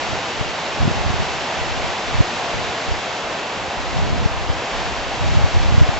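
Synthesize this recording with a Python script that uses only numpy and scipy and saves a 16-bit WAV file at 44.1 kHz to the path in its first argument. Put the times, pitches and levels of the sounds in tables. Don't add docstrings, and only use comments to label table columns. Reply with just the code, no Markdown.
import sys
import numpy as np
from scipy import signal
from scipy.fft import rfft, irfft, next_fast_len
from scipy.io import wavfile
from scipy.ndimage import uniform_filter1d

SR = 44100
rng = np.random.default_rng(int(sys.argv[2]) if len(sys.argv) > 2 else 0)


def master(y):
    cut = np.clip(np.atleast_2d(y).T, -1, 1)
    pcm = np.round(cut * 32767)
    wavfile.write(sys.argv[1], SR, pcm.astype(np.int16))


def level_to_linear(level):
    exponent = np.asarray(level, float) / 20
    return 10 ** exponent


N = 264159

# (time [s], level [dB])
WIND_HISS = [(0, -28.5), (.5, -29.5), (1.7, -28.5), (2.1, -29), (2.5, -28.5), (3.0, -30), (3.7, -31),
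             (4.45, -31.4), (4.8, -29), (5.05, -30.4), (5.3, -29.5), (5.99, -29.2)]
# (frequency [Hz], density [dB per Hz])
NEEDLE_COLOUR = [(60, -15), (130, -8), (250, -7), (420, -4.5), (560, -2.5), (720, 0.3), (950, -2.5),
                 (1250, -6.5), (1700, -8), (2650, -9.5), (3300, -11.5), (4300, -15), (6000, -19.5),
                 (7400, -23.5)]
# (frequency [Hz], share of the difference tied to the sum [0-1],
# its phase [rad], difference over sum [dB])
PORT_PAIR = [(300, 0.55, -0.7, -13.0), (450, 0.63, -0.8, -13.4), (700, 0.39, -1.5, -14.5),
             (1000, 0.35, -2.0, -10.8), (1400, 0.16, -2.8, -7.7), (2000, 0.12, -2.7, -6.7),
             (2400, 0.26, -3.9, -8.0), (2800, 0.19, -4.1, -6.5), (3300, 0.34, -4.1, -7.4),
             (4000, 0.47, -4.9, -6.7), (5000, 0.43, -5.5, -6.9), (6500, 0.34, -6.1, -6.9),
             (7500, 0.25, -6.6, -7.4), (8100, 0.04, -3.6, -11.7)]
# (start [s], hold [s], opposed level [dB], common level [dB], centre [Hz])
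PORT_GUSTS = [(0, .11, -38, -46.5, 90), (0.115, .03, -29, -35, 110), (.40, 0.077, -29, -40.5, 65),
              (.68, 0.073, -38.5, -57, 70), (0.81, 0.083, -20.5, -24, 120), (0.963, .25, -22.5, -32.5, 100),
              (1.247, .15, -34, -46, 60), (1.576, 0.04, -29, -39.5, 62), (1.674, 0.22, -26.5, -38, 82),
              (2.05, 0.069, -33, -40.5, 50), (2.138, 0.067, -22.5, -28.5, 80),
              (2.29, 0.25, -40.5, -52.5, 85), (2.546, .05, -25.5, -34, 88), (2.62, 0.065, -34.5, -43, 80),
              (2.887, 0.064, -26, -37, 65), (3.236, 0.069, -42.5, -45.5, 65), (3.574, 0.11, -40, -40.5, 58),
              (3.78, 0.13, -29, -39.5, 55), (3.941, .29, -20, -28.5, 96), (4.298, .28, -26.5, -35.5, 65),
              (4.722, 0.53, -30.5, -37.5, 52), (5.224, 0.23, -18, -27, 81.4),
              (5.55, .285, -17.5, -27.5, 69), (5.94, .04, -24, -34, 88)]
# (time [s], opposed peak [dB], swing [Hz], common peak [dB])
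STRONG_EDDIES = [(.132, -17, 107, -26), (0.414, -11.5, 107, -18.5), (.831, -8.5, 105.5, -18.5),
                 (.856, -9, 115.5, -13.5), (.879, -10.5, 148, -8), (0.916, -10, 117, -31),
                 (.974, -14.5, 84.8, -22), (1.066, -11, 81, -17.5), (1.106, -13, 101, -16),
                 (1.143, -13.5, 89.5, -22), (1.202, -10.5, 108.4, -34), (2.153, -13.5, 70.1, -25.5),
                 (2.191, -9.5, 74.7, -22), (2.208, 0.5, 97.6, -15), (2.919, -13, 66, -25.5),
                 (4.031, -9.5, 68.4, -22), (4.128, -10, 62, -24.5), (4.261, -5.5, 82.6, -21),
                 (4.503, -6, 66.5, -26), (5.293, -9.5, 66, -23), (5.373, -2, 76.3, -21),
                 (5.443, -4.5, 72.5, -20.5), (5.571, -4, 72, -29), (5.691, -7.5, 55, -25),
                 (5.726, -9.5, 108.4, -16), (5.747, -6, 88, -14), (5.783, -0.5, 90, -14),
                 (5.816, 2.2, 82, -17.5), (5.831, -7, 120, -23.5), (5.892, -7.5, 95, -21)]
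# (frequency [Hz], left level [dB], right level [dB])
MOTOR_TONES = [(2617.8, -55, -64), (2623.7, -51, -62), (2677, -59, -56), (2682.3, -58, -54),
               (2698.2, -52, -48)]
# (frequency [Hz], gain [dB])
PASS_BAND = [(8, -24), (30, 0), (7400, 0), (7600, -2), (7800, -6), (8000, -15), (8150, -25), (8400, -70)]

SPLIT_HZ = 1566
ROAR_DB, ROAR_FOLLOWS = -27.5, 0.45
RISE_DB_PER_S, FALL_DB_PER_S = 500.5, 261.5
LULL_DB, LULL_COMMON_DB, LULL_HZ = -48, -58, 62
FLOW_UNDER_DB = 3.5
EDDY_MS = 8.2
FLICK_HZ, FLICK_MS, FLICK_SCATTER_S = 255, 7.3, 0.0057
FLICK_LOSS_DB, FLICK_COMMON_LOSS_DB, FLICK_SPREAD_DB = 15, 14.5, 3.0
SHED_PER_S, SHED_JITTER, SHED_MS = 38, 0.3, 9.9
SHED_OVER_DB, SHED_COMMON_OVER_DB = 4.0, 0.5
SHED_SPREAD_DB, SHED_PITCH_SPREAD_DB = 2.5, 2.5


def in_time(rows):
    s, *columns = np.transpose(rows)
    return [np.interp(np.arange(N) / SR, s, column) for column in columns]


def at_hz(points, hz, column=1):
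    points = np.array(points)
    return np.interp(np.log(hz + 1), np.log(points[:, 0]), points[:, column])


def rms_one(x):
    return x / np.sqrt(np.mean(x ** 2) + 1e-20)


def drift(rate_hz):
    pole = np.exp(-80 * np.pi * rate_hz / SR)
    noise = rng.standard_normal(N // 40 + 2002)
    slow = signal.lfilter([1], [1, -2 * pole, pole * pole], noise)[2000:]
    return np.interp(np.arange(N) / 40, np.arange(len(slow)), rms_one(slow))


def wind():
    hiss_db, = in_time(WIND_HISS)
    roar_db = ROAR_DB + ROAR_FOLLOWS * (hiss_db - hiss_db.mean())
    return roar_db, hiss_db


def crowns(sway_db, flutter_db):
    size = next_fast_len(N)
    hz = np.arange(size // 2 + 1) * SR / size
    colour = level_to_linear(at_hz(NEEDLE_COLOUR, hz)) * np.minimum(hz / NEEDLE_COLOUR[0][0], 1) ** 2
    common, own = rfft(rng.standard_normal((2, size))) * colour
    tied = np.clip(at_hz(PORT_PAIR, hz), 0, 0.99)
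    turned = tied * np.exp(1j * at_hz(PORT_PAIR, hz, column=2)) * common
    difference = (turned + np.sqrt(1 - tied ** 2) * own) * level_to_linear(at_hz(PORT_PAIR, hz, column=3))
    pair = np.array([common, difference])
    low = 1 / (1 + (hz / SPLIT_HZ) ** 4)
    out = 0
    for share, level_db in zip((low, 1 - low), wind()):
        band = irfft(pair * share, size)[:, :N]
        moving_db = level_db + sway_db * drift(12.0) + flutter_db * drift(3.3)
        out = out + band / band[0].std() * level_to_linear(moving_db)
    return out


def gusts():
    start_s, hold_s, opposed_db, common_db, hz = np.transpose(PORT_GUSTS)[:, :, None]
    t = np.arange(0, N + 64, 64) / SR
    rise_db = -RISE_DB_PER_S * np.maximum(start_s - t, 0)
    fall_db = -FALL_DB_PER_S * np.maximum(t - start_s - hold_s, 0)
    shape_db = rise_db + fall_db
    power, lull = level_to_linear(opposed_db + shape_db) ** 2, level_to_linear(LULL_DB) ** 2
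    opposed = lull + power.sum(axis=0)
    common = level_to_linear(LULL_COMMON_DB) ** 2 + np.sum(level_to_linear(common_db + shape_db) ** 2, axis=0)
    centre_hz = (lull * LULL_HZ + np.sum(power * hz, axis=0)) / opposed
    return in_time(np.transpose([t, 10 * np.log10(opposed), centre_hz, 10 * np.log10(common)]))


def turbulence(lumpy_db, below_db, above_db, even):
    level_db, centre_hz, common_db = gusts()
    out = 0
    edges_hz = 16 * 2 ** np.arange(0, 6, 0.5)
    for low_hz, high_hz in zip(edges_hz, edges_hz[1:]):
        sos = signal.butter(2, [low_hz, high_hz], "band", fs=SR, output="sos")
        band = signal.sosfilt(sos, rng.standard_normal((2, N + SR // 2)))[:, SR // 2:]
        octaves = np.log2(np.sqrt(low_hz * high_hz) / centre_hz)
        distance = np.logaddexp(0, 2.65 * np.abs(octaves) - 1.5) / 3
        slope_db = np.where(octaves > 0, above_db, below_db) * distance
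        out = out + rms_one(band) * level_to_linear(lumpy_db * drift(22) - slope_db)
    strength = uniform_filter1d(uniform_filter1d(out ** 2, size=1800), size=1800)
    slow = uniform_filter1d(strength, size=12000)
    out = out / np.sqrt(strength ** even * slow ** (1 - even))
    return out * level_to_linear([common_db, level_db])


def eddies(rows, stretch, edge, swings, balance, scatter):
    out = np.zeros((2, N))
    phases = np.array(scatter) * rng.uniform(-np.pi, np.pi, (len(rows), 2))
    for (s, opposed_db, hz, ms, common_db), phase in zip(rows, phases):
        first, last = max(round((s - 0.06) * SR), 0), min(round((s + 0.06) * SR), N)
        at = np.arange(first, last)
        t = at / SR - s
        longest_s = 0.0068 * level_to_linear(-opposed_db / 2)
        width_s = max(min(stretch * ms / 1000, longest_s), swings / hz)
        bell = np.exp(-0.5 * (t / width_s) ** 2)
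        turn = 2 * np.pi * hz * t + phase[:, None]
        swing = -np.sin(turn + edge * np.sin(turn))
        net = np.sum(bell * swing, axis=1, keepdims=True) / bell.sum()
        out[:, at] += bell * (swing - np.array(balance) * net) * level_to_linear([[common_db], [opposed_db]])
    return out


def strong_eddies():
    rows = [(s, db, hz, EDDY_MS, common_db) for s, db, hz, common_db in STRONG_EDDIES]
    return eddies(rows, stretch=0.32, edge=0.51, swings=0.4, balance=[[0.95], [0.4]], scatter=[1, 0.15])


def flicks():
    rows = []
    chance = rng.standard_normal((len(STRONG_EDDIES), 3))
    for (s, db, _, common_db), (late, more, high) in zip(STRONG_EDDIES, chance):
        opposed_db = db - FLICK_LOSS_DB + FLICK_SPREAD_DB * more
        rows.append((s + FLICK_SCATTER_S * late, opposed_db, FLICK_HZ * level_to_linear(0.7 * high),
                     FLICK_MS, common_db - FLICK_COMMON_LOSS_DB))
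    return eddies(rows, stretch=0.25, edge=0.22, swings=0.25, balance=[[0.9], [0.9]], scatter=0.95)


def lesser_eddies():
    late, more, high, alike = rng.standard_normal((400, 4)).T
    s = np.cumsum(np.maximum(1 + SHED_JITTER * late, 0.3)) / SHED_PER_S
    at = np.minimum(s * SR, N - 1).astype(int)
    level_db, centre_hz, common_db = np.array(gusts())[:, at]
    opposed_db = level_db + SHED_OVER_DB + SHED_SPREAD_DB * more
    hz = centre_hz * level_to_linear(SHED_PITCH_SPREAD_DB * high)
    shared_db = common_db + SHED_COMMON_OVER_DB + SHED_SPREAD_DB * alike
    rows = np.transpose([s, opposed_db, hz, np.full(len(s), SHED_MS), shared_db])[s < N / SR]
    return eddies(rows, stretch=0.45, edge=0.45, swings=0.45, balance=[[0.95], [0.6]], scatter=1)


def motor_whine():
    hz, *level_db = np.transpose(MOTOR_TONES)
    phases = rng.uniform(0, 2 * np.pi, (2, len(hz), 1))
    tones = np.sin(2 * np.pi * hz[:, None] * np.arange(N) / SR + phases)
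    return np.sqrt(2) * np.sum(level_to_linear(level_db)[:, :, None] * tones, axis=1)


def scene():
    needles = crowns(sway_db=0.33, flutter_db=0.13)
    flow = turbulence(lumpy_db=3.5, below_db=[[7.5], [2.5]], above_db=[[5.8], [10.5]], even=1.0)
    buffeting = flow * level_to_linear(-FLOW_UNDER_DB) + strong_eddies() + flicks() + lesser_eddies()
    common, opposed = needles + buffeting
    return np.array([common + opposed, common - opposed]) + motor_whine()


def roll_off(x):
    return signal.sosfilt(signal.butter(12, 8360, fs=SR, output="sos"), x)


def record(dry):
    size = next_fast_len(N)
    hz = np.arange(size // 2 + 1) * SR / size
    cut = irfft(rfft(dry, size) * level_to_linear(at_hz(PASS_BAND, hz)), size)[:, :N]
    return roll_off(np.clip(cut, -1, 1))


dry = scene()
out = record(dry)
master(out)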